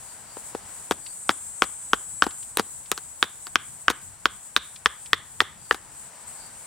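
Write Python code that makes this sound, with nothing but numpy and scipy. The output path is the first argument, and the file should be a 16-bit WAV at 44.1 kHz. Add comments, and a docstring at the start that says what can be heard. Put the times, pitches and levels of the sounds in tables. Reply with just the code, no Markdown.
"""In a forest, a small hatchet chops about three times a second into a wooden blank held on a log.
Each blow rings damped modes of blank and log, fibres tear in dense random breaks, and chips tick in the leaves.
Ground litter and trees return scattered echoes. Air noise, lower during the chopping, and a lumpy draught are
shaped noise. A pulsing insect chorus is coloured noise with narrow bands; a nearer cicada is a click train
ringing a shell. The recorder's limiter ducks under the hard blows."""
import sys
import numpy as np
from scipy import signal
from scipy.fft import rfft, irfft
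from scipy.io import wavfile
from scipy.ndimage import uniform_filter1d, minimum_filter1d

SR = 44100
rng = np.random.default_rng(int(sys.argv[2]) if len(sys.argv) > 2 else 0)


def bounce(signal):
    """Save signal as a 16-bit WAV file at the path given by the first command-line argument."""
    frames = np.transpose(np.atleast_2d(signal))
    limited = np.clip(frames, -1, 1)
    pcm = np.round(limited * 32767).astype(np.int16)
    wavfile.write(sys.argv[1], SR, pcm)


N = 293706
TIME = np.arange(N) / SR
SHORT = TIME[:4096]   # time axis of one burst


def from_db(db):
    """Decibels to amplitude ratio: 20 dB is a factor of ten."""
    return 10 ** (np.asarray(db) / 20)


def rms_one(x):
    """Normalisation by mean power: the result has rms 1."""
    return x / np.sqrt(np.mean(x ** 2) + 1e-20)


def over(x, seconds):
    """Normalisation by energy: the burst carries as much as rms 1 held for the given time."""
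    return x / np.sqrt(np.sum(x ** 2) / (seconds * SR) + 1e-20)


def in_time(rows):
    """Linear interpolation of a curve's columns at every sample."""
    s, *columns = np.transpose(rows)
    return [np.interp(TIME, s, c) for c in columns]


def cut(x, hz, kind, order=2):
    """Causal Butterworth filtering."""
    hz = np.clip(hz, 10, .47 * SR)
    return signal.sosfilt(signal.butter(order, hz, kind, fs=SR, output="sos"), x)


def pan(x, left_db):
    """Placement by interchannel level difference, left over right."""
    return x * from_db(np.array([[left_db], [-left_db]]) / 2)


def place(x, left_db, lag_ms):
    """Placement of a close source by level difference and a later arrival on the right."""
    left, right = pan(x, left_db)
    return np.array([left, np.interp(SHORT - lag_ms / 1000, SHORT, right, left=0)])


def add(track, s, sound):
    """Superposition: a short sound is summed in at time s."""
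    i = int(s * SR)
    track[:, i:i + sound.shape[-1]] += sound[..., :N - i]


def drift(rate):
    """Slow random modulation: chance values, rate per second, joined by lines; rms 1."""
    knots = rng.standard_normal(int(rate * N / SR) + 2)
    return rms_one(np.interp(TIME * rate, np.arange(len(knots)), knots))


def noise(spectrum, alike):
    """Spectral shaping of white noise, with mid and side mixed for left-right likeness; rms 1."""
    hz, db = np.transpose(spectrum)
    f = np.maximum(np.fft.rfftfreq(N, 1 / SR), 1)
    octaves_beyond = np.abs(np.log2(f / np.clip(f, hz[0], hz[-1])))
    colour_db = np.interp(np.log(f), np.log(hz), db) - 20 * octaves_beyond
    mid, side = irfft(rfft(rng.standard_normal((2, N))) * from_db(colour_db), N)
    alike = np.clip(alike, -1, 1)
    return rms_one(np.sqrt(1 + alike) * mid + np.sqrt(1 - alike) * side * [[1], [-1]])


def ring(modes, pitch, scatter_db, detune):
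    """Modal synthesis of one strike: damped sines in alternating sense, their strength and pitch varied."""
    hz, db, t60 = np.transpose(modes)[:, :, None]
    strength, shift = rng.standard_normal((2, len(modes), 1))
    decay = from_db(db + scatter_db * strength - 60 * SHORT / t60)
    each = decay * np.sin(2 * np.pi * hz * pitch * np.exp(detune * shift) * SHORT)
    return each[::2].sum(axis=0) - each[1::2].sum(axis=0)


def grains(per_s, spread_db):
    """Poisson-like fracture: random tiny breaks of uneven size over a faint hiss."""
    chance, size = rng.random(len(SHORT)), rng.standard_normal(len(SHORT))
    breaks = (chance < per_s / SR) * np.sign(size) * from_db(spread_db * np.abs(size))
    return breaks + 0.089 * rng.standard_normal(len(SHORT))


# Level of the air noise, lower during the chopping.
# Each row: time in seconds, level in dB before a 5.5 dB lift.
AIR_LEVEL = [(0, -57.8), (.3, -57.6), (.7, -55.4), (1.0, -61), (4.2, -62.4), (5.7, -61.6), (6.25, -56.3),
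             (6.66, -57.5)]
# Colour of the air noise. Each row: frequency in Hz, relative density in dB per Hz.
AIR_COLOUR = [(170, -1.5), (350, -7), (560, -2), (940, 3), (1150, -2), (1500, -1.5), (2200, -6),
              (3500, -10.5), (6000, -9)]
# Colour of the draught. Each row: frequency in Hz, relative density in dB per Hz.
DRAUGHT_COLOUR = [(20, -9.5), (45, -2), (80, 1), (140, 0), (250, -10), (500, -24)]
# Gusts of the draught on the microphone. Each row: time of the crest in seconds, rise in dB.
GUSTS = [(1.0, 8), (4.02, 6), (5.56, 8)]
DRAUGHT_DB, GUST_S = -61.7, .13   # level between gusts; half length of a gust


def background():
    """Broad-band noise by filtering: air noise, and a lumpy draught raised by gusts."""
    air_db, = in_time(AIR_LEVEL)
    gust_db = sum(db * np.exp(-((TIME - s) / GUST_S) ** 2) for s, db in GUSTS)
    air = pan(noise(AIR_COLOUR, 0.62), 3.0) * from_db(air_db + 5.5 + 0.2 * drift(17))
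    draught_db = DRAUGHT_DB + gust_db + 2.9 * drift(14)
    draught = pan(noise(DRAUGHT_COLOUR, 0.59), 4.5) * from_db(draught_db)
    return air + draught


def trill(hz, width_hz):
    """Narrow-band noise: a far, rough whistle, independent on each side; rms 1."""
    band = [hz - width_hz / 2, hz + width_hz / 2]
    return rms_one(cut(rng.standard_normal((2, N)), band, "band"))


# Colour of the far insect chorus. Each row: frequency in Hz, relative density in dB per Hz.
CHORUS_COLOUR = [(3500, -24), (5500, -20), (6500, -11), (7100, 0), (7700, 0.5), (8700, 0), (9600, -4.5),
                 (10200, -8), (10900, -10), (13000, -18), (15000, -15), (16000, -19)]
# Level at which the chorus is heard, dipping at times during the cicada's song and the chopping.
# Each row: time in seconds, level in dB before a 1.5 dB lift.
CHORUS_LEVEL = [(0, -44.5), (1.2, -43.7), (1.8, -46.8), (2.8, -43.8), (4.1, -47), (5.6, -48.5),
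                (6.6, -45.3)]
# Insects that stand out. Each row: frequency in Hz, bandwidth in Hz, mean level in dB against the chorus.
SINGERS = [(7774, 170, -8), (8395, 260, -8), (9320, 490, -13.5)]
# Faint high chirps far away. Each row: time of the crest in seconds, level in dB.
CHIRPS = [(.11, -60), (.32, -57), (1.09, -55), (5.66, -60), (6.44, -53.5)]
PULSE_S, PULSE_TOP_S, PULSE_DB = .3275, .126, 2   # period, time of one crest, swing either way


def insects():
    """Amplitude modulation: a chorus pulsing in step, singers that throb on their own, and lower chirps."""
    pulse_db = PULSE_DB * np.cos(2 * np.pi * (TIME - PULSE_TOP_S) / PULSE_S)
    chorus_db = in_time(CHORUS_LEVEL)[0] + pulse_db + 1.5 + 1.4 * drift(28)
    chorus = noise(CHORUS_COLOUR, -0.34)
    for hz, width_hz, db in SINGERS:
        throb_db = 2 * drift(4) + 2 * drift(75)
        chorus = chorus + trill(hz, width_hz) * from_db(db + throb_db)
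    chirps = sum(from_db(db) * np.exp(-((TIME - s) / 0.057) ** 2) for s, db in CHIRPS)
    return pan(rms_one(chorus), 3.7) * from_db(chorus_db) + chirps * trill(4660, 350)


# Hatchet strokes; the blank's pitch shifts with the grip, and a keen, slicing stroke is brighter than a blunt one.
# Each row: start in seconds, strength in dB, pitch of the blank in Hz, keenness in dB,
# time until the chip parts in seconds, level of the tearing in dB.
STROKES = [ (.9103, -25.5, 1520, -2, .011, -26.5), (1.2926, -17, 1420, -3, .017, -30),
           (1.621, -14.5, 1420, -3, .021, -31.5), (1.933, -14.5, 1460, -6, .011, -32),
           (2.2223, -8.5, 1520, -8.5, .020, -28.5), (2.5717, -29.5, 1680, 4.5, .025, -29),
           (2.9159, -28.5, 1860, 4, .009, -29), (3.227, -14.5, 1580, 0, .017, -33),
           (3.5566, -11, 1555, -1.5, .010, -40), (3.882, -7.5, 1565, -6, .034, -29.5),
           (4.256, -11.5, 1497, -3.5, .008, -28), (4.564, -11, 1590, 2.5, .011, -23),
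           (4.859, -8, 1770, -3.5, .008, -24), (5.1318, -10, 1866, -2, .015, -34.5),
           (5.4043, -8, 1865, -3, .014, -25.5), (5.7105, -13.5, 1810, -10, .018, -33)]
# The blank bumps on the log or against the blade between strokes.
# Each row: start in seconds, thud in dB, hardness in dB.
BUMPS = [(.3686, -39, -10), (.549, -28.5, -13), (2.266, -25, -11.5), (2.5958, -23, -3.5), (2.9771, -49, 11),
         (3.4686, -55, 12), (3.901, -26, 2), (5.4173, -26, -16), (5.745, -38, 0)]
# Log's thud under a stroke of zero keenness, as the blank rests less firmly.
# Each row: time in seconds, level in dB.
SEATING = [(.9, -21), (1.3, -23.5), (2.8, -27.5), (5.7, -28)]
THUD_PER_KEEN = -.3   # dB per dB: a blunt stroke drives more into the log
# Blank's reference bending modes; share of the upper one's shift that the lower follows.
LOWER_MODE_HZ, UPPER_MODE_HZ, LOWER_FOLLOWS = 1150, 1620, .25
BITE_HZ, BITE_OCTAVES_PER_DB = 3250, .028   # the bite rises in pitch with keenness or hardness
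SNAP_DB, SNAP_PER_KEEN = -29.5, 1.35   # level at zero keenness; dB per dB
BUMP_PITCH_HZ = 1480
BUMP_BITE_DB, BUMP_SNAP_DB = -2, -5   # against the bump's knock, before the hardness term below
BUMP_BRIGHTENS = .25   # extra treble in dB per dB of hardness


def pitches(blank_hz, keen_db):
    """Modal shift: lower and upper mode of the blank and pitch of the bite, all in Hz."""
    lower_hz = LOWER_MODE_HZ * (blank_hz / UPPER_MODE_HZ) ** LOWER_FOLLOWS
    return lower_hz, blank_hz, BITE_HZ * 2 ** (BITE_OCTAVES_PER_DB * keen_db)


def contacts():
    """Impact excitation: (s, lower mode Hz, upper mode Hz, bite Hz, thud dB, knock dB, bite dB, snap dB)."""
    for s, knock_db, hz, keen_db, _, _ in STROKES:
        thud_db = np.interp(s, *np.transpose(SEATING)) + THUD_PER_KEEN * keen_db
        snap_db = SNAP_DB + SNAP_PER_KEEN * keen_db
        yield s, *pitches(hz, keen_db), thud_db, knock_db, knock_db + keen_db, snap_db
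    for s, thud_db, hard_db in BUMPS:
        knock_db = thud_db + hard_db
        treble_db = knock_db + BUMP_BRIGHTENS * hard_db
        bite_db, snap_db = treble_db + BUMP_BITE_DB, treble_db + BUMP_SNAP_DB
        yield s, *pitches(BUMP_PITCH_HZ, hard_db), thud_db, knock_db, bite_db, snap_db


def ground_thump():
    """Transmission into soft soil: the log passes on the blow as a low, damped sine."""
    hz = rng.uniform(50, 100)
    return cut(np.sin(2 * np.pi * hz * SHORT) * from_db(-60 * SHORT / 0.16), 92, "low")


# Modes of the log. Each row: frequency in Hz at the reference pitch of the blank, relative level in dB,
# 60 dB decay time in seconds.
LOG_MODES = [(265, -3, .017), (410, 0, .015), (640, -4, .012), (860, -3, .011)]
# Modes set off as the blade bites. Each row: multiple of the bite's pitch, relative level in dB,
# 60 dB decay time in seconds.
BITE_MODES = [(.72, -1, .005), (1.09, 0, .0055), (1.42, -4, .003), (1.8, -7, .003)]
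LOG_PITCH_AT_HZ, LOG_FOLLOWS = 1520, .5   # reference pitch of the blank; exponent by which the log follows
CONTACT_S = .01   # time over which a burst's level is reckoned


def chops():
    """Modal response to impact: thud of the log, knock of the blank, bite of the edge and a bright snap."""
    out = np.zeros((2, N))
    for s, lower_hz, upper_hz, bite_hz, thud_db, knock_db, bite_db, snap_db in contacts():
        log_pitch = (upper_hz / LOG_PITCH_AT_HZ) ** LOG_FOLLOWS
        thud = ring(LOG_MODES, log_pitch, scatter_db=1.5, detune=.06)
        thud = cut(cut(thud, 300, "high", order=1), 1300, "low")
        blank_modes = [(lower_hz, -3, .011), (upper_hz, 0, .009)]   # Hz, dB, 60 dB decay in s
        knock = cut(ring(blank_modes, 1, scatter_db=.7, detune=.01), 600, "high")
        bite = ring(BITE_MODES, bite_hz, scatter_db=1.5, detune=.025)
        bite = cut(cut(bite, 1800, "high"), 6500, "low", order=6)
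        snap = cut(grains(9000, 3.5) * from_db(-60 * SHORT / .007), [5500, 11500], "band")
        thump_db = max(thud_db + 5.5, knock_db - 4) - 25
        add(out, s, place(over(thud, CONTACT_S) * from_db(thud_db), 4.5, lag_ms=.06))
        add(out, s, place(over(knock, CONTACT_S) * from_db(knock_db), 2, lag_ms=.035))
        add(out, s, place(over(bite, CONTACT_S) * from_db(bite_db), -.2, lag_ms=.015))
        add(out, s, pan(over(snap, CONTACT_S) * from_db(snap_db), 2))
        add(out, s, pan(ground_thump() * from_db(thump_db), 6.1))
    return out


TEAR_STARTS, CRACKLE_DB = .42, -2.5   # share of the time until the chip parts; crackle against the woody part
BUMP_CRUNCH_DB, BUMP_CRUNCH_S = -4.5, .009   # against the bump's knock; length


def splits():
    """Delayed fracture: tears after a stroke and crunches under a bump, as (s, length s, dB)."""
    for s, _, _, _, parts_s, db in STROKES:
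        yield s + TEAR_STARTS * parts_s, (1 - TEAR_STARTS) * parts_s, db
    for s, thud_db, hard_db in BUMPS:
        yield s, BUMP_CRUNCH_S, thud_db + hard_db + BUMP_CRUNCH_DB


def tearing():
    """Fracture noise: a dense run of fibre breaks shakes the blank and the log under it."""
    out = np.zeros((2, N))
    for s, length, woody_db in splits():
        length = max(length, .003)
        fade = from_db(-60 * np.maximum(SHORT - 0.82 * length, 0) / 0.033)
        breaks = grains(4000, 5.5) * np.minimum(SHORT / 0.00052, 1) * fade
        woody = over(cut(breaks, [800, 1900], "band"), length)
        shake = over(cut(breaks, [170, 520], "band"), length) * from_db(-8.5)
        crackle = cut(cut(breaks, [2600, 4600], "band", order=1), 1600, "high")
        crackle = over(crackle, length) * from_db(woody_db + CRACKLE_DB)
        add(out, s, pan((woody + shake) * from_db(woody_db), 5.9) + crackle)
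    return out


def scatter(x, response, level_db):
    """Convolution: the source, summed to mono, through an echo response of unit mean energy."""
    response = response / np.sqrt(np.sum(response ** 2) / 2)
    return from_db(level_db) * signal.fftconvolve(x.mean(axis=0)[None], response, axes=1)[:, :N]


def litter(x):
    """Early scattering: log, chips and leaves close by throw back a quick, ragged echo."""
    t = TIME[:SR // 12]
    colour = [(200, 2.5), (1000, -6.5), (3000, -5.5), (7000, -0.5), (14000, -14)]   # Hz, dB per Hz
    response = noise(colour, 0.29)[:, :len(t)] * (t > .002) * from_db(-60 * t / 0.04)
    return scatter(x, response, -16.5)


# Colour of sound scattered by trunks and leaves. Each row: frequency in Hz, relative level in dB.
FOREST_COLOUR = [(150, -2), (500, -2), (1000, 0), (1400, -4), (1900, 1), (2600, -2), (3600, 1), (4800, -7),
                 (6500, -5), (12000, -8)]


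def forest(x):
    """Diffuse reverberation: trunks and leaves scatter a thin wash that builds over some tens of milliseconds."""
    t = TIME[:SR // 2]
    fade = np.minimum(t / .03, 1) * from_db(-60 * t / .38)
    return scatter(x, noise(FOREST_COLOUR, 0.72)[:, :len(t)] * fade, -32)


# Near cicada: it swells, holds and dies away; its tymbal slows and steadies as the song settles.
SONG_FULL_S, SONG_ENDS_S, SONG_DB = 1.21, 2.42, -40.5   # end of the swell, start of the fall, held level
SONG_RISE_DB_PER_S, SONG_FALL_DB_PER_S = 55, 32
TYMBAL_START_HZ, TYMBAL_HELD_HZ = 600, 570.4
SETTLE_AT_S, SETTLE_S = 1.42, .11
UNEVEN_START, UNEVEN_HELD = .65, .22   # difference between alternate clicks, 0-1
JITTER_HELD, JITTER_LOOSE = .0012, .014   # share of the click rate


def song():
    """Control curves at every sample: the cicada's clicks per s, level in dB, unevenness and jitter."""
    rising_db = SONG_RISE_DB_PER_S * np.minimum(TIME - SONG_FULL_S, 0)
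    falling_db = SONG_FALL_DB_PER_S * np.minimum(SONG_ENDS_S - TIME, 0)
    fresh = (1 - np.tanh((TIME - SETTLE_AT_S) / (2 * SETTLE_S))) / 2   # 1 at the start, 0 once settled
    per_s = TYMBAL_HELD_HZ + (TYMBAL_START_HZ - TYMBAL_HELD_HZ) * fresh
    uneven = UNEVEN_HELD + (UNEVEN_START - UNEVEN_HELD) * fresh
    jitter = JITTER_HELD + JITTER_LOOSE * (fresh ** 2 + 1 - from_db(falling_db))
    return per_s, SONG_DB + rising_db + falling_db, uneven, jitter


def cicada():
    """Resonance and multipath: strong and weak tymbal clicks ring a small shell; foliage smears them."""
    per_s, level_db, uneven, unsteady = song()
    cycle = np.cumsum(per_s * (1 + unsteady * drift(60))) / SR   # the beat is rough as the song starts and ends
    phase = cycle % 1
    clicks = np.exp(-phase / .22) * (1 + uneven * (-1) ** np.floor(cycle))
    shell = clicks * np.sin(2 * np.pi * 8260 * phase / per_s) * (1 + .2 * drift(500))
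    shell = cut(cut(shell, 6800, "high", order=10), 11500, "low")
    heard = np.array([shell, np.roll(shell, 1)])   # right side one sample later
    for delays in rng.uniform(0.00084, .006, (6, 2)):   # paths over swaying leaves make each partial waver
        heard = heard + [.35 * drift(6) * np.roll(shell, int(d * SR)) for d in delays]
    return pan(rms_one(heard) * from_db(level_db), 3.5)


# Chips landing on dry leaves. Each row: start in seconds, peak in dB.
CHIPS = [(1.063, -31), (2.3072, -34.5), (2.4269, -36.5), (2.8589, -36.5), (4.0153, -44), (4.7596, -32.5),
         (5.0589, -33.5), (5.654, -48)]


def chips():
    """Granular impact: light chips tick and skitter in the leaf litter as decaying random grains."""
    out = np.zeros((2, N))
    for s, peak_db in CHIPS:
        tick = cut(grains(1800, 4.2) * from_db(-60 * SHORT / .045), [2300, 5200], "band")
        add(out, s, tick / np.abs(tick).max() * from_db(peak_db))
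    return out


def scene():
    """Superposition: woodwork with its echoes, insects, air noise and draught."""
    wood = chops() + tearing() + chips()
    return background() + insects() + wood + litter(wood) + forest(wood) + cicada()


def limiter(x, ceiling_db, release_db_per_s):
    """Peak limiting: the gain drops just ahead of a peak and comes back quickly."""
    excess = np.maximum(20 * np.log10(np.abs(x).max(axis=0) + 1e-9) - ceiling_db, 0)
    release = release_db_per_s * TIME
    held = np.maximum.accumulate(excess + release) - release
    return x * from_db(uniform_filter1d(minimum_filter1d(-held, size=41), size=41))


CUTOFF_HZ = 15850


def record(dry):
    """Limiting, saturation and low-pass filtering: peaks are held and rounded, and the top is cut."""
    limited = limiter(dry * from_db(1), ceiling_db=4, release_db_per_s=110)
    rounded = limited / (1 + (limited / .97) ** 6) ** (1 / 6)
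    return signal.sosfilt(signal.ellip(12, .1, 100, CUTOFF_HZ, fs=SR, output="sos"), rounded)


dry = scene()
out = record(dry)
bounce(out)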